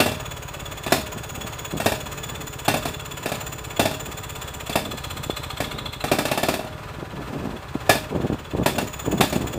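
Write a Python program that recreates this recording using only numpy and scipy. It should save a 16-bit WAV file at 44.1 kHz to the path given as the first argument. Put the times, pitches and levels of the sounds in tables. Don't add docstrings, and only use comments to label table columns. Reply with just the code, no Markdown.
import sys
import numpy as np
from scipy import signal
from scipy.fft import rfft, irfft
from scipy.io import wavfile

SR = 44100
rng = np.random.default_rng(int(sys.argv[2]) if len(sys.argv) > 2 else 0)


def inscribe(sig):
    pcm = np.round(np.clip(np.atleast_2d(sig).T, -1, 1) * 32767)
    wavfile.write(sys.argv[1], SR, pcm.astype(np.int16))


N = 422478
TIME = np.arange(N) / SR
FILTER_HZ = np.fft.rfftfreq(8192, 1 / SR)
IDLE_TURNS_PER_S = 16.8

# start_s, length_s, level_db
WIND_GUSTS = [(1.158, .017, -23.5), (1.322, 0.16, -37.5), (1.719, .075, -26.5), (2.238, .25, -41),
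              (4.8, .18, -33.5), (5.294, 0.0089, -21.5), (5.718, 0.187, -39), (6.979, 0.05, -31),
              (7.023, 0.013, -26), (7.115, 0.13, -33), (7.256, 0.35, -30), (7.75, 0.018, -23),
              (8.104, 0.077, -17), (8.16, .12, -22), (8.284, 0.078, -23), (8.521, 0.13, -21),
              (8.712, 0.18, -29), (9.028, 0.25, -20), (9.069, .02, -15), (9.251, 0.45, -28),
              (9.356, 0.014, -20)]
# time_s, level_db
HUM_LEVEL = [(0, -58), (2, -49), (4.5, -50), (5.2, -68), (9.6, -57)]
# delay_s, gain
REFLECTIONS = [(.0016, 1), (.0039, -1.4), (.0061, 0.98), (0.0174, -0.34), (0.0193, 0.22), (0.0205, 0.64),
               (0.036, 0.32)]
# frequency_hz, t60_s
YARD_DECAY = [(100, 0.82), (300, 0.31), (620, 0.055), (1400, 0.15), (3700, 0.33), (10000, 0.25)]
# frequency_hz, level_db
WIND_SPECTRUM = [(20, -40), (60, -2.5), (130, 2), (250, 3), (450, -3), (700, -9.5), (1200, -20),
                 (2500, -60), (11000, -65)]
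CHURN_SPECTRUM = [(20, -12), (35, -1), (55, 7), (130, 5.5), (210, -13.5), (450, -5), (1000, -5), (1500, -6),
                  (2100, -13), (3400, -16), (5500, -23.5), (8000, -24.5), (11000, -32)]
PUFF_SPECTRUM = [(20, -19), (35, -8), (50, 0), (65, 1.5), (100, -3.5), (150, 1), (210, -11), (400, -12),
                 (900, -40), (3000, -48), (11000, -64)]
HISS_SPECTRUM = [(30, 2), (300, -2.5), (600, 8), (1200, 5), (2000, 4), (2800, 7.5), (4200, -5.5),
                 (5300, -27.5), (7000, -19.5), (11000, -52)]
SIZZLE_SPECTRUM = [(30, -50), (3000, -5), (5300, -5), (6300, -4.5), (8000, 2.5), (9500, -7.5),
                   (11000, -4.5)]
CRACK_SPECTRUM = [(30, -29), (250, -10), (700, -1), (1100, -3), (2000, -7.5), (2700, -6.5), (3600, -9),
                  (5000, -9), (6200, -14.5), (8200, -12.5), (10000, -14), (11000, -14.5)]
THUMP_SPECTRUM = [(25, -70), (60, -4), (120, -6), (250, 1), (420, 1.5), (680, 1.5), (900, -0.5),
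                  (1400, -10.5), (3000, -53), (11000, -79)]
# centre_hz, width_hz, gain_db
CASING_MODES = [(422.5, 20, 8.4), (587, 68, 6.4), (775, 7.6, 10.3), (985, 74, 6.6), (1216, 71, 5.3),
                (1410, 40, 2.9), (1723, 25, 8.3), (2550, 280, 4.5)]
PIPE_MODES = [(100, 55, 13), (136, 67, 3), (245.4, 30, 10.5), (296, 27, 5), (410, 94, 9), (550, 38, 7),
              (615, 210, 1), (740, 133, 3.5), (787, 67, 4.5), (910, 160, 4), (1280, 48, 3),
              (1470, 230, 2.5), (1710, 70, 9), (1840, 24, 8.5), (2343, 107, 7), (2537, 350, 4),
              (2712, 98, 8), (2900, 190, -3.5), (3550, 230, 8.5), (4270, 22, 4), (7180, 230, 5.5),
              (8240, 61, 7.5)]
# time_s, level_db
SUCTION = [(0, -1.5), (1.8, 1.5), (3.4, 0.5), (5.5, 1.5), (6.05, -1), (6.6, -5), (6.85, -15), (7.5, -12),
           (7.85, -8.5), (8.5, -6.5), (8.95, 1), (9.6, 0.5)]
# time_s, level_db
THROTTLE_FLOW = [(0, -14), (4.4, -13), (4.9, -7), (5.3, -3), (5.7, 0), (6.0, -3), (6.4, -2), (6.65, -18),
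                 (8.5, -18), (9.6, -13)]
# pitch_hz, level_db
THROAT_TONES = [(1240, -33.5), (1420, -42.5), (2140, -38.5), (2720, -41), (3200, -39), (4100, -34)]
# time_s, pitch_hz
WHISTLE_PITCH = [(.4, 6850), (.85, 6940), (1.15, 6840), (1.75, 6900), (3.0, 7075), (3.7, 7050), (6.0, 7270),
                 (7.6, 7050), (8.8, 6980), (9.5, 7030)]
# time_s, level_db, pitch_hz
LABOUR_WHINE = [(4.6, -74, 3900), (5.0, -62, 3800), (5.4, -55, 3760), (5.85, -52, 3720), (6.2, -55, 3660),
                (6.6, -85, 3650)]
# start_s, coasted_turns (since the last firing; rounded in use), crack_db, thump_offset_db
FIRINGS = [(0.0014, 0, -10, -3), (0.0594, 0.5, -18, -1), (0.115, 1, -26, -5), (0.8628, 13, -24, -0.5),
           (0.9213, 1.5, -10, -2.5), (0.9789, 1.5, -29.5, 0), (1.8003, 14, -21.5, -3.5),
           (1.8594, 1.5, -13, -1.5), (1.919, 1, -21, -2.5), (2.6799, 13, -12, -2), (2.74, 0, -18, 0),
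           (2.8528, 2, -20, -6), (3.2577, 7, -21, -5), (3.3174, 1, -22.5, -1.5), (3.7942, 8, -12.5, 0),
           (3.8541, 1, -17, -4), (3.9113, 0.5, -26.5, -2), (4.6947, 13, -22.5, -5.5),
           (4.7552, 1, -15, -0.5), (5.6029, 13, -19.5, -1.5), (6.0394, 6, -20.5, -2), (6.115, 1, -13, -1.5),
           (6.1857, 0.5, -16.5, -1.5), (6.2526, 0, -18, -4), (6.314, 1, -16.5, -2.5),
           (6.375, 0.5, -17.5, -3), (6.4308, 0, -17, -3), (6.4849, 1, -15.5, -1), (6.538, 2.5, -20, -5.5),
           (6.5925, 0.5, -32, 7), (6.644, 0.5, -35.5, 6), (7.8933, 22, -7.5, -4.5), (7.9512, 3, -23.5, 0),
           (8.6593, 12.5, -12.5, -3), (8.7817, 2, -18.5, -2), (9.207, 7, -10, -2), (9.3254, 2.5, -21, -2)]


def amp(db):
    return 10 ** (np.asarray(db) / 20)


def spectrum_at(points, hz):
    point_hz, value = np.transpose(points)
    return np.interp(np.log(hz + 1), np.log(point_hz), value)


def curves(rows):
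    time_s, *columns = np.transpose(rows)
    return [np.interp(TIME, time_s, column) for column in columns]


def add(mix, start_s, sound):
    part = mix[max(round(start_s * SR), 0):][:len(sound)]
    part += sound[:len(part)]


def wander(cutoff_hz):
    rolloff = 1 + (np.fft.rfftfreq(N, 1 / SR) / cutoff_hz) ** 4
    drift = irfft(rfft(rng.standard_normal(N)) / rolloff, N)
    return drift / np.sqrt(np.mean(drift ** 2) + 1e-20)


def tone(hz, jitter_rad, jitter_hz):
    return np.sqrt(2) * np.sin(2 * np.pi * np.cumsum(hz) / SR + jitter_rad * wander(jitter_hz))


def colour(x, spectrum, modes=()):
    peaks_db = sum(db / (1 + (2 * (FILTER_HZ - hz) / width) ** 2) for hz, width, db in modes)
    db = spectrum_at(spectrum, FILTER_HZ) + peaks_db
    log_gain = np.log(amp(np.r_[db, db[-2:0:-1]]))
    response = np.exp(np.conj(signal.hilbert(log_gain)))
    taps = np.fft.ifft(response).real[:len(FILTER_HZ)]
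    return signal.oaconvolve(x, taps / np.linalg.norm(taps))[:N]


def resonator(x, hz, width_hz):
    carrier = np.exp(2j * np.pi * np.cumsum(hz) / SR)
    pole = np.exp(-np.pi * width_hz / SR)
    energy = (1 + pole ** 2) / (1 - pole ** 2) ** 3
    baseband = signal.lfilter([1], [1, -2 * pole, pole ** 2], x / carrier + 1e-18)
    return (carrier * baseband).real * np.sqrt(2 / energy)


def wind(slaps_per_s=70, breeze_db=-49, swell_db=3.5):
    gusts = np.zeros(N)
    for start_s, length_s, db in WIND_GUSTS:
        add(gusts, start_s, amp(db) * signal.windows.tukey(int(length_s * SR), .5))
    eddies = amp(2.7 * wander(45)) * rng.standard_normal(N)
    slaps = (rng.random(N) < slaps_per_s / SR) * rng.choice([-1, 1], N) * np.sqrt(SR / slaps_per_s)
    breeze = amp(breeze_db + swell_db * wander(3.7))
    return colour((amp(-7.5) * gusts + breeze) * eddies + amp(-3) * gusts * slaps, WIND_SPECTRUM)


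def hum(pitch_hz=436):
    level = amp(curves(HUM_LEVEL)[0] + 2 * wander(11.4))
    return level * tone(np.full(N, pitch_hz), jitter_rad=1.23, jitter_hz=9.7)


def yard(x, build_s=0.008, tails=3):
    out = np.zeros(N)
    for k in range(tails):
        hz, t, bands = signal.stft(rng.standard_normal(SR // 2), SR, nperseg=256)
        decay = amp(-60 * t / spectrum_at(YARD_DECAY, hz)[:, None])
        tail = signal.istft(bands * decay, SR, nperseg=256)[1]
        tail *= 1 - np.exp(-np.arange(len(tail)) / SR / build_s)
        share = np.sqrt(2 / tails) * np.cos(np.pi * (.7 * TIME + k / tails))
        out += signal.oaconvolve(share * x, tail / np.linalg.norm(tail))[:N]
    return out


def reflect(x):
    out = np.zeros(N)
    for delay_s, gain in REFLECTIONS:
        add(out, delay_s, gain * x)
    return out


def crank(drag_turns_per_s2=2.18):
    firing_s, coasted = np.transpose(FIRINGS)[:2]
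    firing_s = np.r_[firing_s, firing_s[-1] + 10 / IDLE_TURNS_PER_S]
    whole_turns = np.cumsum(np.r_[np.round(coasted), 10])
    last = np.maximum(np.searchsorted(firing_s, TIME) - 1, 0)
    ahead = drag_turns_per_s2 / 2 * (TIME - firing_s[last]) * (firing_s[last + 1] - TIME)
    return np.interp(TIME, firing_s, whole_turns) + ahead


def glide(turns, centre):
    return -2 * ((turns - centre + .5) % 1 - .5)


def port(turns, centre, width):
    return np.exp(-np.abs(glide(turns, centre) / width) ** 3)


def once_a_turn(turns, angle):
    return np.diff(np.floor(turns - angle), prepend=np.floor(-angle))


def churn(turns):
    swell = amp(1.14 * wander(4.6) + 2.1 * np.cos(2 * np.pi * (turns - .69)))
    return amp(-38) * colour(swell * rng.standard_normal(N), CHURN_SPECTRUM, CASING_MODES)


def chuff(turns):
    dip = amp(-12) * once_a_turn(turns, 0.99)
    push = amp(-13.5) * once_a_turn(turns, 0.067)
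    rebound = amp(-23.5) * once_a_turn(turns, 0.482)
    strength = amp(7 + 0.32 * curves(THROTTLE_FLOW)[0] + 0.94 * wander(13))
    return colour(strength * (push - dip - rebound), PUFF_SPECTRUM, modes=[(146.6, 149, 2.46)])


def suction_gain(turns, base_db, exponent, scatter_db):
    stroke = turns.astype(int).clip(0)
    scatter = rng.standard_normal(stroke.max() + 1)[stroke]
    return amp(base_db + exponent * curves(SUCTION)[0] + scatter_db * scatter)


def intake(turns, ring_hz=3430, chirp_depth=0.171):
    throttle_db, = curves(THROTTLE_FLOW)
    opening_db = np.maximum(throttle_db + 16, 0)
    span = np.maximum(np.gradient(turns) * SR, 10) / IDLE_TURNS_PER_S
    flow = port(turns, centre=0.64, width=0.34 * span ** 0.34) * amp(1.13 * wander(12.3))
    turbulence = flow * rng.standard_normal((3, N))
    hiss = colour(turbulence[0], HISS_SPECTRUM, CASING_MODES[4:])
    hiss *= suction_gain(turns, base_db=-37.5, exponent=0.72, scatter_db=0.39)
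    sizzle = colour(turbulence[1], SIZZLE_SPECTRUM)
    sizzle *= suction_gain(turns, base_db=-40.5, exponent=1.64, scatter_db=0.79)
    ping = tone(ring_hz * (1 + 0.0076 * wander(12.13)), jitter_rad=0.69, jitter_hz=92)
    ping *= port(turns, centre=0.64, width=.2 * span) * amp(0.22 * opening_db)
    ping *= suction_gain(turns, base_db=-40.5, exponent=1, scatter_db=3.8)
    whistle_hz = curves(WHISTLE_PITCH)[0] * (1 - 0.038 * glide(turns, centre=0.7))
    whistle = resonator(turbulence[2], whistle_hz, width_hz=300) * amp(-0.7 * opening_db)
    whistle *= suction_gain(turns, base_db=-39.5, exponent=1.94, scatter_db=1.19)
    chirp = 1 + chirp_depth * glide(turns, centre=.615) + .012 * wander(9.1)
    throat = sum(amp(throttle_db + db + 2 * wander(9)) * tone(hz * chirp, jitter_rad=.6, jitter_hz=200)
                 for hz, db in THROAT_TONES)
    throat *= port(turns, centre=0.611, width=.16 * span)
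    return hiss + sizzle + ping + whistle + throat


def whine():
    level_db, pitch_hz = curves(LABOUR_WHINE)
    return amp(level_db + 2 * wander(20)) * tone(pitch_hz, jitter_rad=1.6, jitter_hz=45)


def pipe_note(impulses, cool_hz=600, hot_hz=632, cooling_s=0.16, t60_s=0.59, build_s=.03):
    t = np.arange(SR) / SR
    envelope = amp(-60 * t / t60_s) * (1 - np.exp(-t / build_s))
    level = signal.oaconvolve(impulses, envelope)[:N]
    since_firing_s = TIME - np.maximum.accumulate(TIME * (impulses > 0))
    pitch_hz = cool_hz + (hot_hz - cool_hz) * np.exp(-since_firing_s / cooling_s)
    return level * tone(pitch_hz, jitter_rad=.3, jitter_hz=13)


def bangs(rise_s=0.002, fall_s=0.0061, blowdown_s=0.038, push_s=0.00038, lead_s=.0008):
    t = np.arange(SR // 2) / SR
    decay = np.exp(-t / fall_s) + amp(-13) * np.exp(-t / blowdown_s)
    jet = (1 - np.exp(-t / rise_s)) ** 2 * decay
    pulse = (1 - t / push_s) * np.exp(-t / push_s)
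    crack, thump, impulses = np.zeros((3, N))
    for start_s, _, crack_db, thump_offset_db in FIRINGS:
        turbulence = jet * rng.standard_normal((2, len(t)))
        strength = amp(crack_db + thump_offset_db)
        add(crack, start_s - lead_s, amp(crack_db) * turbulence[0])
        add(thump, start_s, strength * (pulse + amp(-17) * turbulence[1]))
        add(impulses, start_s, [strength])
    crack = amp(3.5) * colour(crack, CRACK_SPECTRUM, PIPE_MODES)
    thump = amp(2.5) * colour(thump, THUMP_SPECTRUM, PIPE_MODES)
    echoes = 0.076 * reflect(crack) + reflect(thump)
    return crack + thump + echoes + amp(-19) * pipe_note(impulses)


def scene():
    turns = crank()
    suction = intake(turns) + whine()
    firing = bangs()
    reverberation = yard(amp(-8) * suction + amp(-6.5) * firing)
    return (suction + firing + chuff(turns) + churn(turns) + hum() + reverberation + wind())[None]


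def record(dry, edge_hz=15550):
    low_band = signal.oaconvolve(dry[0], signal.firwin(127, SR / 4, fs=SR), "same")
    mirror = low_band * (-1) ** np.arange(N)
    droop_db = spectrum_at([(11000, -0.5), (13500, -2.0), (15500, -6.5)], np.fft.rfftfreq(N, 1 / SR))
    mirror = irfft(rfft(mirror) * amp(droop_db), N)
    band_limit = signal.firwin(401, edge_hz, window=("kaiser", 7), fs=SR)
    return signal.oaconvolve(np.clip(low_band + mirror, -1, 1), band_limit, "same")[None]


dry = scene()
out = record(dry)
inscribe(out)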